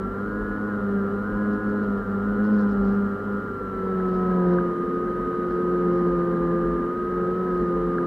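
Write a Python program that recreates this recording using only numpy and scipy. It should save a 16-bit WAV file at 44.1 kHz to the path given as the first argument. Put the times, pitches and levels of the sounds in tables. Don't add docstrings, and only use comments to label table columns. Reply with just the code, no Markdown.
import sys
import numpy as np
from scipy import signal
from scipy.io import wavfile
from scipy.ndimage import uniform_filter1d, map_coordinates

SR = 44100
rng = np.random.default_rng(int(sys.argv[2]) if len(sys.argv) > 2 else 0)


def boost(x):
    u = np.asarray(x, float) / 20
    return 10 ** u


def log_audio(samples):
    frames = np.atleast_2d(samples).T
    limited = np.clip(frames, -1, 1)
    pcm = np.round(limited * 32767).astype(np.int16)
    wavfile.write(sys.argv[1], SR, pcm)


N = 355446
TIME = np.arange(N) / SR
POLES = 14
SPEEDS_HZ = (1215, 1250, 1300, 1390, 1445)


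def unit(x):
    return x / np.sqrt(np.mean(np.abs(x) ** 2) + 1e-20)


def wobble(rate):
    knots = rng.standard_normal(N // 200)
    coarse = TIME[::32]
    return np.interp(TIME, coarse, map_coordinates(knots, [coarse * rate]))


def humps(rows):
    return sum(height * np.exp(-((TIME - s) / spread) ** 2 / 2) for s, spread, height in rows)


def speed():
    # columns t/s, magnet-passing pitch the motor settles on f/Hz (14 x shaft speed)
    throttle = [(0.05, 1388.0), (0.16, 1445.0), (0.55, 1455.0), (0.64, 1397.0), (0.86, 1383.0),
                (1.06, 1413.0), (1.17, 1444.0), (1.77, 1384.0), (2.17, 1451.0), (2.23, 1407.0),
                (2.36, 1484.0), (2.44, 1413.0), (2.63, 1372.0), (2.86, 1412.0), (2.93, 1385.0),
                (3.15, 1413.0), (3.39, 1350.0), (3.63, 1317.0), (3.9, 1280.0), (4.27, 1247.0),
                (4.42, 1227.0), (4.82, 1246.0), (5.03, 1241.0), (5.48, 1253.0), (5.68, 1234.0),
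                (6.04, 1213.0), (6.84, 1256.0), (7.28, 1286.0), (7.36, 1245.0), (7.53, 1225.0)]
    start_hz, spin_up_s, run_down_s = 1354, 0.039, 0.078
    times, targets = np.transpose(throttle)
    pitch = np.full(N, float(start_hz))
    for s, change in zip(times, np.diff(targets, prepend=start_hz)):
        lag = spin_up_s if change > 0 else run_down_s
        u = np.clip(TIME - s, 0, None) / lag
        pitch += change * (1 - (1 + u) * np.exp(-u))
    hunting_hz = np.interp(pitch, SPEEDS_HZ[1::2], (2.2, 0.5))
    return pitch + hunting_hz * wobble(9)


def shaft(pitch):
    return 2 * np.pi * np.cumsum(pitch / POLES) / SR


def blade_load():
    # columns t/s, blade-passing tone level/dB
    banking = [(0, -27.5), (.32, -35), (.72, -30), (.97, -24), (1.2, -31.5), (1.5, -24), (1.85, -26.5),
               (2.3, -25), (2.56, -18.5), (2.97, -22), (3.45, -26), (3.9, -29), (4.55, -21), (4.75, -37.5),
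               (5.5, -35.5), (5.95, -26.5), (6.7, -30.5), (8.06, -31)]
    # columns centre t/s, spread/s, depth level/dB
    lulls = [
        (.1, 0.05, 7),
        (1.6, 0.024, 12),
        (2.04, 0.023, 15),
        (2.72, 0.068, 3),
        (3.18, 0.072, 11.5),
        (3.56, 0.099, 21),
        (3.77, 0.052, 6.5),
        (6.77, 0.032, 3),
        (6.99, 0.11, 11.5),
        (7.52, 0.048, 0),
    ]
    s, db = np.transpose(banking)
    return np.interp(TIME, s, db) - humps(lulls)


def levels(pitch, load_db):
    response = {1: (-62.5, -57, -46, -40, -42), 3: (-39.5, -41.5, -54, -48.5, -36),
                4: (-26, -25.5, -30, -34, -36.5), 5: (-35.5, -35.5, -36, -49, -41),
                6: (-35.5, -40.5, -48.5, -53, -57), 8: (-58, -56.5, -57, -55, -64),
                10: (-55, -64, -55, -59.5, -47), 11: (-55, -54.5, -54, -58.5, -54),
                12: (-50, -54, -52, -44, -44.5), 13: (-52, -53, -64.5, -43.6, -42),
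                14: (-34, -33.4, -33.5, -39.5, -38.5)}
    follows = {1: (.01, .01, 1.2), 3: (-0.18, .05, 0.89), 4: (.45, .4, 0.93), 5: (0.16, 0.25, 2.2),
               6: (1, 0.49, 1.1), 8: (.7, .6, 1), 10: (.5, 0.11, 1.2), 11: (.4, 0.33, 1.5),
               12: (0.27, .02, 1), 13: (0.087, .1, 0.84), 14: (.03, .02, .4)}
    usual_db, least_db = -28, -40
    extra = np.maximum(load_db, least_db) - usual_db
    out = {2: load_db}
    for k, (slow, fast, drift) in follows.items():
        share = np.interp(pitch, SPEEDS_HZ[1::2], (slow, fast))
        out[k] = np.interp(pitch, SPEEDS_HZ, response[k]) + share * extra + drift * wobble(4)
    return out, extra


def tone(angle, db, rough, rate, order):
    timing = {1: -2.2, 2: -1.6, 3: -2.7, 4: 0, 5: 1, 6: -1.4, 8: -1, 12: -1.2, 13: -1, 14: -1}
    gusts = 1 + rough * (wobble(rate) + 1j * wobble(rate))
    turning = np.exp(1j * (order * angle + timing.get(order, order)))
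    return np.sqrt(2) * boost(db) * np.real(unit(gusts) * turning)


def propeller(angle, db):
    # columns centre t/s, spread/s, level/dB
    sharpness = [
        (.62, 0.088, -10.5),
        (1.27, 0.054, -3.5),
        (4.3, 0.21, -1),
        (5.2, 0.23, 1),
        (5.9, .3, 2.5),
        (7.6, 0.17, 2),
    ]
    even = tone(angle, db[2], 0.12, 25, order=2)
    even += tone(angle, db[4] + humps(sharpness), 0.06, 30, order=4)
    even += tone(angle, db[6], 0.06, 25, order=6)
    odd = tone(angle, db[1], 0.08, 15, order=1)
    odd += tone(angle, db[3], 0.08, 15, order=3)
    odd += tone(angle, db[5], 0.24, 30, order=5)
    return even + odd


def motor(angle, db):
    minor = {7: (-55, 0.27), 9: (-59, 0.7), 15: (-57, 0.35), 16: (-59, 0.33), 18: (-61, 0.44),
             42: (-88.5, -0.3)}
    # columns centre t/s, spread/s, level/dB
    ringing = [
        (.66, 0.071, 9),
        (2.83, .08, 5),
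        (4.2, .12, 10),
        (4.5, 0.18, 8.5),
        (7.44, 0.088, 9),
    ]
    whine = tone(angle, db[14], 0.083, 40, order=14)
    whine += tone(angle, db[12], 0.037, 16, order=12)
    whine += tone(angle, db[13], 0.15, 18, order=13)
    ringing_db = humps(ringing)
    whine += tone(angle, db[8] + ringing_db, 0.12, 15, order=8)
    whine += tone(angle, db[10], 0.12, 15, order=10)
    whine += tone(angle, db[11] + ringing_db, 0.12, 15, order=11)
    swing = db[6] + 45
    for k, (level_db, share) in minor.items():
        whine += tone(angle, level_db + share * swing, 0.38, 6, order=k)
    return whine


def peaks(modes, hz):
    power = 0
    for centre, width, db in modes:
        power = power + boost(2 * db) / (1 + (2 * (hz - centre) / width) ** 2) ** 2
    return np.sqrt(power)


def roar(modes, patchy_db):
    hz, _, z = signal.stft(rng.standard_normal(N), SR, nperseg=4096)
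    patches = unit(uniform_filter1d(rng.standard_normal(z.shape), size=9, axis=0))
    z = z * boost(patchy_db * patches) * peaks(modes, hz)[:, None]
    return unit(signal.istft(z, nperseg=4096)[1][:N])


def slipstream(angle, pitch, extra):
    # columns t/s, level over its rest/dB
    bumps = [(.05, 6), (.47, 13.5), (1.33, 9), (1.98, 7), (2.33, 5), (2.82, 13.5), (3.72, -1), (4.13, 4),
             (4.501, 5), (5.249, 6.5), (6.12, 10), (6.4, 9.5), (6.7, 9.5), (7.2, 3.5), (7.58, 11.5),
             (7.85, 7), (8.05, 2.5)]
    # columns f/Hz, width/Hz, level/dB
    frame_modes = [(52.3, 42, -16.5), (128, 21, -10.5), (211.8, 62.4, -2), (264.2, 16, -1), (343, 70, -11),
                   (419.6, 68, -6), (499.7, 88, -9.5)]
    shell_modes = [(633, 66, -1), (761, 95, -2.5), (869, 100, -5), (1010, 76, 1)]
    case_modes = [(1268, 330, 5), (1490, 470, -2), (1623, 300, -2), (1868, 320, -9)]
    treble_modes = [(2230, 110, -1.5), (2970, 650, 1), (3930, 800, -4.5), (4980, 1200, -12)]
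    middle_hz = SPEEDS_HZ[1:-1]
    frame_db = np.interp(pitch, middle_hz, (-31.5, -34, -33.5)) + 0.04 * extra
    shell_db = np.interp(pitch, middle_hz, (-46, -47, -46.5)) + 0.3 * extra
    case_db = np.interp(pitch, middle_hz, (-42.5, -42.5, -45.5)) + 0.08 * extra
    treble_db = -64.0 + 0.44 * (case_db + 39.5) + 0.092 * extra
    wing_db = -47 + humps((s, 0.07, db) for s, db in bumps)
    wing = tone(2 * np.pi * 47 * TIME, wing_db, 0.7, 26, order=1)
    throb = 1 + 0.099 * np.cos(2 * angle) + 0.017 * np.cos(angle)
    frame = boost(frame_db) * roar(frame_modes, patchy_db=0.13)
    shell = boost(shell_db) * throb * roar(shell_modes, patchy_db=1.6)
    case = boost(case_db) * throb * roar(case_modes, patchy_db=0.8)
    treble = boost(treble_db) * throb * roar(treble_modes, patchy_db=1.3)
    return wing + frame + shell + case + treble


def controller(angle, pitch):
    beats = [(12, 2), (18, 3), (7.5, 1)]
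    beats_db = (-46, -51, -50)
    # silent, full, full, silent [f/Hz]
    band_hz = (1380, 1540, 1690, 1725)
    switching_hz = 7829
    switching = 2 * np.pi * switching_hz * TIME
    out = boost(-92.5) * np.sin(switching)
    for (m, n), db in zip(beats, beats_db):
        heard = np.interp(abs(m * pitch - n * switching_hz), band_hz, (0, 1, 1, 0))
        out += heard * tone(m * POLES * angle - n * switching, db, 0.12, 40, order=1)
    return out


def loose_part(angle):
    # columns centre t/s, spread/s, level/dB
    rattle = [(1.37, 0.011, -72), (1.53, 0.016, -70.5), (1.695, 0.012, -71), (1.845, .015, -72),
              (1.98, .015, -73), (2.46, 0.02, -67), (2.53, .015, -71), (2.6, 0.024, -61.5),
              (2.71, 0.026, -67.5), (2.86, 0.032, -70), (2.925, 0.04, -72.5), (4.13, 0.062, -70.5),
              (4.33, 0.056, -75.5), (4.52, 0.039, -72), (5.52, 0.057, -71.5), (5.95, 0.059, -74),
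              (6.08, .04, -75), (6.7, .05, -82), (7.601, 0.11, -73.5)]
    # f/Hz, width/Hz, level/dB
    tick_modes = [(3000, 900, -1.5), (4200, 900, 0), (5070, 900, -0.6), (6600, 1200, -12)]
    at = np.flatnonzero(np.diff(np.floor(angle / np.pi)))
    spells = sum(boost(db) * np.exp(-((at / SR - s) / spread) ** 2 / 2) for s, spread, db in rattle)
    weaker_db = 6 * (np.arange(len(at)) % 2)
    blows = np.zeros(N)
    blows[at] = spells * boost(11 - weaker_db + 2.3 * rng.standard_normal(len(at)))
    swell = signal.fftconvolve(blows, np.hanning(SR // 420))[:N]
    return swell * roar(tick_modes, patchy_db=0.6)


def knocks():
    # columns t/s, peak level/dB, low mode f/Hz, high mode f/Hz
    blows_on_shell = [
        (4.5866, -23.5, 1240, 1570),
        (7.9844, -25, 1300, 1620),
    ]
    out = np.zeros(N)
    for s, db, low_hz, high_hz in blows_on_shell:
        t = TIME - s
        shape = np.exp(-(t / np.where(t < 0, 0.0016, 0.0028)) ** 2)
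        ring = np.cos(2 * np.pi * high_hz * t) + 1.1 * np.cos(2 * np.pi * low_hz * t)
        out += boost(db) * shape * ring
    return out


def scene():
    pitch = speed()
    angle = shaft(pitch)
    db, extra = levels(pitch, blade_load())
    drive = propeller(angle, db) + motor(angle, db) + controller(angle, pitch)
    air = slipstream(angle, pitch, extra)
    return (drive + air + loose_part(angle) + knocks())[None]


def low_pass(x):
    return signal.sosfilt(signal.butter(12, 15720, fs=SR, output="sos"), x)


def record(dry):
    hiss = boost(-68.5) * rng.standard_normal(dry.shape)
    held = dry / (1 + abs(dry / 0.38) ** 4) ** (1 / 4)
    held = held * np.clip((TIME[-1] - TIME) / 0.004 + 0.35, 0, 1)
    roll_off = signal.butter(14, 15100, fs=SR, output="sos")
    return low_pass(signal.sosfilt(roll_off, held + hiss))


dry = scene()
out = record(dry)
log_audio(out)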